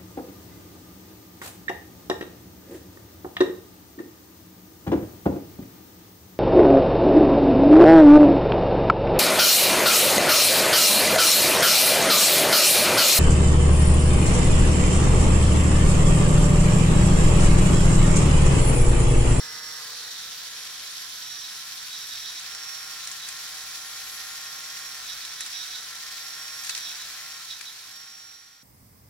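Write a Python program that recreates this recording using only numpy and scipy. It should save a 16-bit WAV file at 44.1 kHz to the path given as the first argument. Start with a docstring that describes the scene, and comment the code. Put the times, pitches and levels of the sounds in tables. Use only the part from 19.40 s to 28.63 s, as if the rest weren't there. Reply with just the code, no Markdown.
"""A small electric motor in a hand-held plastic toy crane winds up a cable, close to the microphone. It whines
at harmonics of its shaft speed, and its brushes tick once a turn. The plastic frame radiates the rattle of the
gears; sliding teeth rasp and the tightening cable rubs. Under load the shaft slows and the gears bind, squeal
and now and then click. Faint room noise and mains hum lie underneath, and the sound fades towards the end."""
import sys
import numpy as np
from scipy import signal
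from scipy.fft import rfft, irfft, next_fast_len
from scipy.io import wavfile

SR = 44100
rng = np.random.default_rng(int(sys.argv[2]) if len(sys.argv) > 2 else 0)


def to_wav(sig):
    """Store sig (one row per channel, or 1-D mono) as 16-bit WAV at the path in sys.argv[1].

    Samples outside -1..1 are clipped; the rate is SR.
    """
    pcm = np.clip(np.atleast_2d(sig), -1, 1) * 32767
    pcm = np.round(pcm).astype(np.int16)
    wavfile.write(sys.argv[1], SR, pcm.T)  # frames by channels


N = 407042
TIME = np.arange(N) / SR

# phase between the two microphone ports: (frequency [Hz], lead of the left port [rad])
PORT_PHASE = [(500, 0.5), (1400, 0.5), (2580, 1.04), (3960, -0.5), (5600, 1.14), (7000, 2.5), (9000, 1.5),
              (11200, 1.76), (12300, 2), (13500, 1.5), (15000, 5)]
# moments when the gears bind: (time [s], length [s], slowing [turns/s], binding level [dB])
GEAR_SNAGS = [(0.48, 0.022, 0, -46), (0.76, 0.12, 0, -51), (1.9, 0.08, 0, -46), (2.04, 0.063, 0, -47),
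              (2.383, 0.04, 1.36, -47), (2.553, 0.092, 0, -43), (2.728, 0.091, 0.73, -44),
              (2.874, 0.096, 2, -39), (2.982, 0.036, 2.5, -41), (3.634, 0.097, 4.5, -47.5),
              (3.826, 0.09, 6, -42.5), (5.707, 0.072, 6, -39.5), (5.836, 0.039, 2, -40),
              (6.02, 0.086, 2.5, -42.5), (6.16, 0.0549, 2.5, -41.5), (6.22, 0.08, 3, -40),
              (6.355, 0.11, 1.44, -42), (7.32, 0.083, 1.5, -39.5), (7.474, 0.11, 5, -40.5),
              (7.622, 0.085, 3, -45), (8.121, 0.082, 6, -41.5), (8.279, 0.066, 1.5, -42.5)]
# gain as the toy is brought up to the microphone: (time [s], level [dB])
NEARNESS = [(0, -1.5), (1.5, -2), (2.7, -1.8), (3.2, 0.1), (5.2, 0.26), (6.7, -0.6), (7.4, 0.5),
            (8.1, -0.1), (8.8, -1)]


def amp(db):
    """Amplitude ratio of a level in decibels."""
    return 10 ** (np.asarray(db) / 20)


def unit_rms(x):
    """Normalisation to a mean power of 1."""
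    return x / np.sqrt(np.mean(abs(x) ** 2) + 1e-20)


def over_time(rows, column=1):
    """Linear interpolation of a time table at every sample."""
    rows = np.asarray(rows)
    return np.interp(TIME, rows[:, 0], rows[:, column])


def at_hz(rows, hz, column=1):
    """Interpolation of a frequency table on a logarithmic axis."""
    rows = np.asarray(rows)
    return np.interp(np.log(hz + 1), np.log(rows[:, 0] + 1), rows[:, column])


def waver(rate_hz):
    """Random modulation: noise of rms 1, low-passed at about rate_hz."""
    size = 16384
    hz = np.fft.rfftfreq(size, TIME[-1] / size)
    slow = irfft(rfft(rng.standard_normal(size)) / (1 + (hz / rate_hz) ** 2))
    return unit_rms(np.interp(TIME, np.linspace(0, TIME[-1], size), slow))


def resonance(hz, centre_hz, half_width_hz):
    """Lorentzian resonance curve, 1 at its centre."""
    return 1 / (1 + ((hz - centre_hz) / half_width_hz) ** 2)


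def swell(at_s, length_s, steepness):
    """Gaussian envelope around one moment, 1 at its top."""
    return np.exp(-np.minimum((steepness * (TIME - at_s) / length_s) ** 2, 50))


def fade(start_s=7.58, end_s=9.52):
    """Linear amplitude ramp of the closing fade-out."""
    return np.clip((end_s - TIME) / (end_s - start_s), 0.02, 1)


def ports(pair, gain):
    """Partial coherence: two unrelated signals blend at the microphone ports, coloured by gain(hz)."""
    # likeness of the two ports: (frequency [Hz], coherence [0-1])
    port_coherence = [(40, 0.95), (130, .15), (290, 0.18), (640, 0.74), (1400, 0.75), (3000, 0.27),
                      (7000, 0.19), (15000, 0.18)]
    size = next_fast_len(N)
    hz = np.fft.rfftfreq(size, 1 / SR)
    left, unrelated = rfft(pair, size)
    coherence = np.clip(at_hz(port_coherence, hz), 0, 1)
    blend = coherence * left + np.sqrt(1 - coherence ** 2) * unrelated
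    right = blend * np.exp(-1j * at_hz(PORT_PHASE, hz))
    return irfft(np.array([left, right]) * gain(hz), size)[:, :N]


def frame(vibration, low_hz, high_hz):
    """Structural radiation: the plastic frame colours one band of vibration; the result has rms 1."""
    # radiation of the frame: (frequency [Hz], left level [dB], right level [dB])
    radiation = [(350, -20.5, -62), (615, -25.5, -26.5), (917, -18.5, -20), (1420, -13, -10.5),
                 (1950, -6, -5), (2550, -4.5, -11), (2790, -9.5, -15.5), (3080, -8, -9.5),
                 (4250, -7.5, -2.5), (5380, -6, -4.5), (5710, -8.5, 2), (6400, -5.5, -13), (7570, -10, -15),
                 (8000, -15, -15), (9850, -15, -20.5), (12200, -20, -19.5), (16400, -16, -21)]

    def gain(hz):
        band_loss = np.sqrt((1 + (low_hz / (hz + 1)) ** 16) * (1 + (hz / high_hz) ** 16))
        return amp([at_hz(radiation, hz), at_hz(radiation, hz, column=2)]) / band_loss
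    return unit_rms(ports(vibration, gain))


def shaft_pace():
    """Load torque slows a motor: the shaft speed [turns/s] follows the load and sags at snags."""
    # pace under the slowly changing load: (time [s], speed [turns/s])
    pace = [(0.0, 155.3), (0.35, 155.5), (0.48, 148.9), (0.84, 148.3), (1.34, 151.8), (1.62, 151.3),
            (1.85, 145.9), (2.05, 146.4), (2.33, 152.4), (2.63, 144.2), (2.96, 147.2), (3.09, 153.8),
            (3.39, 155.3), (4.26, 152.6), (5.5, 155.1), (5.6, 151.2), (6.31, 148.3), (6.68, 152.1),
            (7.15, 155.2), (7.42, 148.8), (7.96, 154.4), (8.04, 152.0), (8.38, 149.2), (8.57, 155.4),
            (9.2, 157.2)]
    sag = sum(slowing * swell(at_s, length_s, steepness=1.5) for at_s, length_s, slowing, _ in GEAR_SNAGS)
    return over_time(pace) - sag


def straining(speed, free_hz=154.2, strained_hz=145.9):
    """Speed droop shows how hard the motor works: 0 running free, 1 straining, 1.3 at most."""
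    return np.clip((free_hz - speed) / (free_hz - strained_hz), 0, 1.3)


def tautness():
    """Tension builds as the cable takes up the weight of the hook: 0 slack, 1 carrying it."""
    # tension of the cable: (time [s], tautness [0-1])
    tension = [(0, 0.02), (.36, 0.1), (.6, 0.53), (1.0, 1), (8.2, 1), (8.7, 0.96)]
    return np.clip(over_time(tension), 0, 1)


def binding():
    """Power summation of the snags gives the strength with which the gears bind, as a gain."""
    return np.sqrt(sum((amp(db) * swell(at_s, length_s, steepness=2.3)) ** 2
                       for at_s, length_s, _, db in GEAR_SNAGS))


def partial(cycles, hz, pan_db, rough, rough_hz, drift_db):
    """Modulation: a tone flutters with the play of the gears and drifts sideways as the hand moves."""
    flutter = (1 + rough * (waver(rough_hz) + 1j * waver(rough_hz))) / np.sqrt(1 + 2 * rough ** 2)
    wave = np.exp(2j * np.pi * (cycles + rng.random())) * flutter
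    balance = amp(pan_db + drift_db * waver(0.99))
    left = balance * wave.real
    right = (wave * np.exp(-1j * at_hz(PORT_PHASE, hz))).real
    return np.array([left, right]) * np.sqrt(2 / (1 + balance ** 2))


def motor_whine(speed, turns, slack_boost_db=2, aim_db=6, patchy_db=2.5):
    """Harmonic series of the shaft speed; the three-pole rotor favours every third one in the treble."""
    # partials of the whine, in relative levels:
    # (harmonic number, slack level [dB], lifting level [dB], straining level [dB], left over right [dB])
    harmonics = [(1, -80, -76, -79, 2), (3, -68, -73, -76, 2), (4, -70, -71, -79, -4),
                 (5, -67, -63, -68, -1), (6, -61, -71, -72, 0), (7, -61, -59, -64, -1),
                 (8, -55, -62, -71, -3), (9, -60, -53.3, -60, -2), (10, -55, -62, -58, -3),
                 (11, -53.5, -64, -65, 0), (12, -62, -54, -64, -4), (13, -52, -60, -61, -4),
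                 (14, -72, -64, -70, -3), (15, -72, -64, -64, -5), (21, -72, -63, -73, 5),
                 (25, -60, -66, -72, -3), (37, -55, -55, -60, -6), (42, -61, -62, -63, 1),
                 (45, -55, -54, -64, 4), (48, -59, -62, -61, 6), (51, -70, -62, -67, 8),
                 (54, -60, -69, -69, 4), (57, -69, -66, -69, 4), (60, -63, -65, -64, 2),
                 (63, -60, -60, -69, -4), (66, -62, -58, -66, 5), (69, -61, -65, -62, 4),
                 (72, -69, -66, -66, 5), (75, -60, -58, -63, 8), (78, -70, -67, -66, 4),
                 (81, -59, -57, -58, 0), (87, -64, -59, -60, -1), (93, -53, -59, -57, -1),
                 (96, -65, -67, -80, -1), (99, -69, -65, -68, 2)]
    # how strongly the motor radiates: (frequency [Hz], level [dB])
    radiation = [(150, -0.5), (600, -1.5), (1080, -1.5), (1400, -2.5), (1950, -1.5), (3200, 6), (7000, 2.5),
                 (10200, 2.5), (11300, 0.5), (12300, -2), (13500, -2), (15300, -1)]
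    # turning the toy points one band at the microphone:
    # (time [s], band centre [Hz], level of the high partials [dB])
    aim = [(0.2, 12000, -8.5), (0.7, 10600, -3), (1.5, 11160, -1.5), (1.95, 12800, -1.5), (2.7, 12500, 1),
           (3.15, 11000, -11.5), (4.2, 10700, -4), (5.2, 12580, -4.5), (5.9, 12010, -6), (7.0, 12000, -5.5),
           (8.7, 11500, -7)]
    taut, strain = tautness(), straining(speed)
    aim_hz, treble_db = over_time(aim), over_time(aim, column=2)
    out = np.zeros((2, N))
    for k, slack_db, lift_db, strain_db, pan_db in harmonics:
        hz = k * speed.mean()
        loaded_db = lift_db + strain * (strain_db - lift_db)
        db = at_hz(radiation, hz) + (1 - taut) * (slack_db + slack_boost_db) + taut * loaded_db
        if k < 20:  # the low partials turn rough under strain
            tone = partial(k * turns, hz, pan_db, rough=0.16 + 0.42 * strain, rough_hz=21, drift_db=1.6)
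        else:  # short waves beam, so they come and go with every small turn of the toy
            db += treble_db + aim_db * resonance(hz, aim_hz, half_width_hz=1100) + patchy_db * waver(3.0)
            tone = partial(k * turns, hz, pan_db, rough=0.31, rough_hz=30, drift_db=1.8)
        out += amp(db) * tone
    return out


def case_whistle(speed, turns, ring_hz=5630, ring_db=-41):
    """Forced resonance: two harmonics sing in turn as the speed carries them through a motor case mode."""
    # how well the whistle carries as the toy is turned: (time [s], level [dB])
    directivity = [(0.3, -0.5), (0.5, -1), (1.5, -4), (1.95, 3), (2.25, -9), (2.5, -3), (2.9, -3),
                   (3.3, 0.5), (3.5, -5.5), (4.3, -9), (4.9, -10), (5.35, -5), (5.7, -4), (6.2, 0.5),
                   (7.1, -2), (7.6, -4), (8.9, 1.5), (9.1, -2.5)]
    out = np.zeros((2, N))
    for k in (36, 39):
        tone = partial(k * turns, ring_hz, pan_db=-7.5, rough=0.15, rough_hz=35, drift_db=2.0)
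        out += resonance(k * speed, ring_hz, half_width_hz=105) * tone
    return amp(ring_db + over_time(directivity)) * out


def brush_ticks(turns, knock_db=-49, slack_db=2.0, decay_turns=0.14, throb_db=0.56, gear_ratio=24):
    """Periodic impact: the brushes tick on the commutator once a turn, harder while the cable is slack."""
    pulses = 0.63 + np.exp(-(turns % 1) / decay_turns)  # decays above a steady floor
    throb = amp(throb_db * np.sin(2 * np.pi * turns / gear_ratio))  # once a turn of the output shaft
    level_db = knock_db + 0.55 * over_time(NEARNESS) + slack_db * (1 - tautness()) + 0.5 * waver(11)
    return amp(level_db) * frame(pulses * throb * rng.standard_normal((2, N)), 390, 1860)


def impacts(per_s, spread_db):
    """Shot noise: tiny random impacts of uneven size, one train for each port."""
    size = amp(spread_db * np.minimum(rng.exponential(1, (2, N)), 4))
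    sign = rng.choice([-1, 1], (2, N))
    struck = rng.random((2, N)) < per_s / SR
    return unit_rms(sign * size * struck)


def gear_rattle(bind, rattle_db=-40.5, hiss_db=-42.5, chatter_db=-49.5, slack_db=-4):
    """Impact noise: teeth tap and slide and axles chatter under a randomly fluttering load."""
    near_db, slack = over_time(NEARNESS), 1 - tautness()
    load = amp(0.84 * waver(88) + 0.62 * waver(27))
    rattle = frame(load * impacts(per_s=7000, spread_db=3.0), 2930, 5710)
    hiss = frame(load * impacts(per_s=8000, spread_db=3.0), 6240, 15400)
    chatter = frame(load * impacts(per_s=6000, spread_db=2.5), 2300, 2970)
    rattle_gain = np.hypot(amp(rattle_db - 0.23 * near_db), 0.72 * bind)  # grows when the gears bind
    hiss_gain = amp(hiss_db + 0.8 * near_db)
    chatter_gain = amp(chatter_db + 0.94 * near_db + slack_db * slack + 1.1 * waver(27))
    return rattle_gain * rattle + hiss_gain * hiss + chatter_gain * chatter


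def tooth_rasp(slack_hz=5000, taut_hz=3430, half_width_hz=370, rasp_db=-48.5, pull_db=4, bedded_db=-6):
    """Sliding friction: the teeth excite a broad resonance that sinks as the cable tightens."""
    taut = tautness()
    centre_hz = slack_hz + taut * (taut_hz - slack_hz)
    pulling = np.sin(np.pi * taut)  # loudest while the load comes on
    bedded = (1 + np.tanh((TIME - 1.9) / 0.56)) / 2  # fainter once the teeth bed in
    level_db = rasp_db + pull_db * pulling + bedded_db * bedded
    low_pass = signal.butter(2, half_width_hz, fs=SR, output="sos")
    grit = signal.sosfilt(low_pass, rng.standard_normal((2, N)) + 1j * rng.standard_normal((2, N)))
    band = (grit * np.exp(2j * np.pi * np.cumsum(centre_hz) / SR)).real
    return amp(level_db) * unit_rms(ports(band, lambda hz: amp([[-3], [0]])))  # weaker on the left


def cable_and_hand(boom_hz=480, rumble_hz=380):
    """Friction: the cable rubs over its guide and excites a boom resonance; the shifting hand rumbles."""
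    # low sounds as the toy is lifted: (time [s], cable level [dB], hand level [dB])
    levels = [(0, -61, -62), (.28, -68, -62.5), (.5, -59, -77), (.8, -64.5, -74), (1.2, -65, -76),
              (1.7, -79, -79), (2.2, -95, -95)]
    cable = ports(rng.standard_normal((2, N)), lambda hz: resonance(hz, boom_hz, half_width_hz=70))
    hand = ports(rng.standard_normal((2, N)), lambda hz: hz / (hz + 150) / (1 + (hz / rumble_hz) ** 6))
    return amp(over_time(levels)) * unit_rms(cable) + amp(over_time(levels, column=2)) * unit_rms(hand)


def room(room_db=-64, hum_db=-79, mains_hz=50):
    """Ambient noise floor: low room noise and a faint, wavering mains hum."""
    # room background: (frequency [Hz], relative spectral density [dB])
    spectrum = [(15, -7), (35, -15), (50, 5.5), (62, -4), (100, 3.5), (170, -0.5), (280, -0.5), (420, -8),
                (800, -8), (3000, -41)]
    noise = unit_rms(ports(rng.standard_normal((2, N)), lambda hz: amp(at_hz(spectrum, hz))))
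    mains = np.sqrt(2) * np.sin(2 * np.pi * mains_hz * TIME)
    hum = mains * (1 + 0.33 * waver(4))
    return amp(room_db) * noise * fade() ** 0.49 + amp(hum_db) * hum * fade()


def gear_squeal(speed, turns, bind, squeal_db=-2.0, idle_db=-50, floor=0.22):
    """Friction-excited vibration: a gear pair sings faintly when the shaft is slow, loudly as it binds."""
    # rough partials of the squeal: (multiple of the shaft speed, relative level [dB], width [Hz])
    partials = [(26.2, 3.5, 47), (23.3, -4, 39), (27.62, -5.5, 43), (25.04, -1, 330)]
    squeal = np.zeros((2, N))
    for k, db, width_hz in partials:
        rough = 0.2 + width_hz / 100
        squeal += amp(db) * partial(k * turns, 4600, pan_db=-6.5, rough=rough, rough_hz=width_hz,
                                    drift_db=1.6)
    grip = floor + (1 - floor) * resonance(speed, centre_hz=145, half_width_hz=4.0)
    return np.hypot(amp(idle_db) * grip, amp(squeal_db) * bind) * squeal


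def gear_clicks(rise_s=0.0016, decay_s=0.0035, tail_s=0.027, tail_db=-18, snap_db=-0.5):
    """Damped transients: each slip of a tooth briefly shakes the loose plastic parts."""
    # gears catching and slipping: (time [s], treble level [dB], body relative to treble [dB])
    slips = [(2.9951, -31, -5), (3.1476, -32, 2), (3.6516, -31, -7), (3.6717, -25, -4), (3.713, -27, -3),
             (3.886, -24, -6), (5.73, -33, -2), (5.8496, -29.5, 1), (6.0058, -23, -2), (6.0613, -27, -1),
             (7.235, -30, -3), (7.246, -27, -2), (7.2681, -27.5, -3), (7.2935, -20, 0.5),
             (7.3488, -24.5, 1), (7.3647, -32, 0), (7.3762, -25.5, -1), (7.5547, -37, 5), (8.2092, -30, 1)]
    snap_power, body_power = np.zeros(N), np.zeros(N)
    t = np.arange(SR // 10) / SR
    rise = 1 - np.exp(-t / rise_s)
    envelope = rise * (np.exp(-t / decay_s) + amp(tail_db) * np.exp(-t / tail_s))
    for at_s, db, body_db in slips:
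        start = round(at_s * SR)
        snap_power[start:start + len(t)] += (amp(db) * envelope) ** 2
        body_power[start:start + len(t)] += (amp(db + body_db) * envelope) ** 2
    snap = frame(rng.standard_normal((2, N)), 6600, 10800)
    body = frame(rng.standard_normal((2, N)), 180, 5300)
    return amp(snap_db) * np.sqrt(snap_power) * snap + np.sqrt(body_power) * body


def scene(motor_db=5.0, jitter=0.000903, wander=0.000802, strain_wander=0.001995, smooth_hz=153.8):
    """Superposition of all sources; one shaft drives the machine and grows unsteady under strain."""
    pace = shaft_pace()
    bind = binding() / fade()  # the snags keep their strength through the fade-out
    speed = pace * (1 + (wander + strain_wander * straining(pace)) * waver(7.07))
    turns = np.cumsum(speed * (1 + jitter * waver(28.4))) / SR
    tones = motor_whine(speed, turns) + case_whistle(speed, turns)
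    motor = amp(motor_db + over_time(NEARNESS)) * tones
    smooth_running = amp(-0.45 * np.maximum(pace - smooth_hz, 0))  # quieter gears at top speed
    noise = smooth_running * (brush_ticks(turns) + gear_rattle(bind) + tooth_rasp())
    machine = motor + noise + gear_squeal(speed, turns, bind)
    return fade() * machine + gear_clicks() + cable_and_hand() + room()


def record(dry):
    """Band limiting: a linear-phase low-pass filter removes the highest treble."""
    taps = signal.firwin(511, cutoff=15900, window=("kaiser", 9), fs=SR)
    return signal.oaconvolve(dry, taps[None], "same")


dry = scene()
out = record(dry)
to_wav(out)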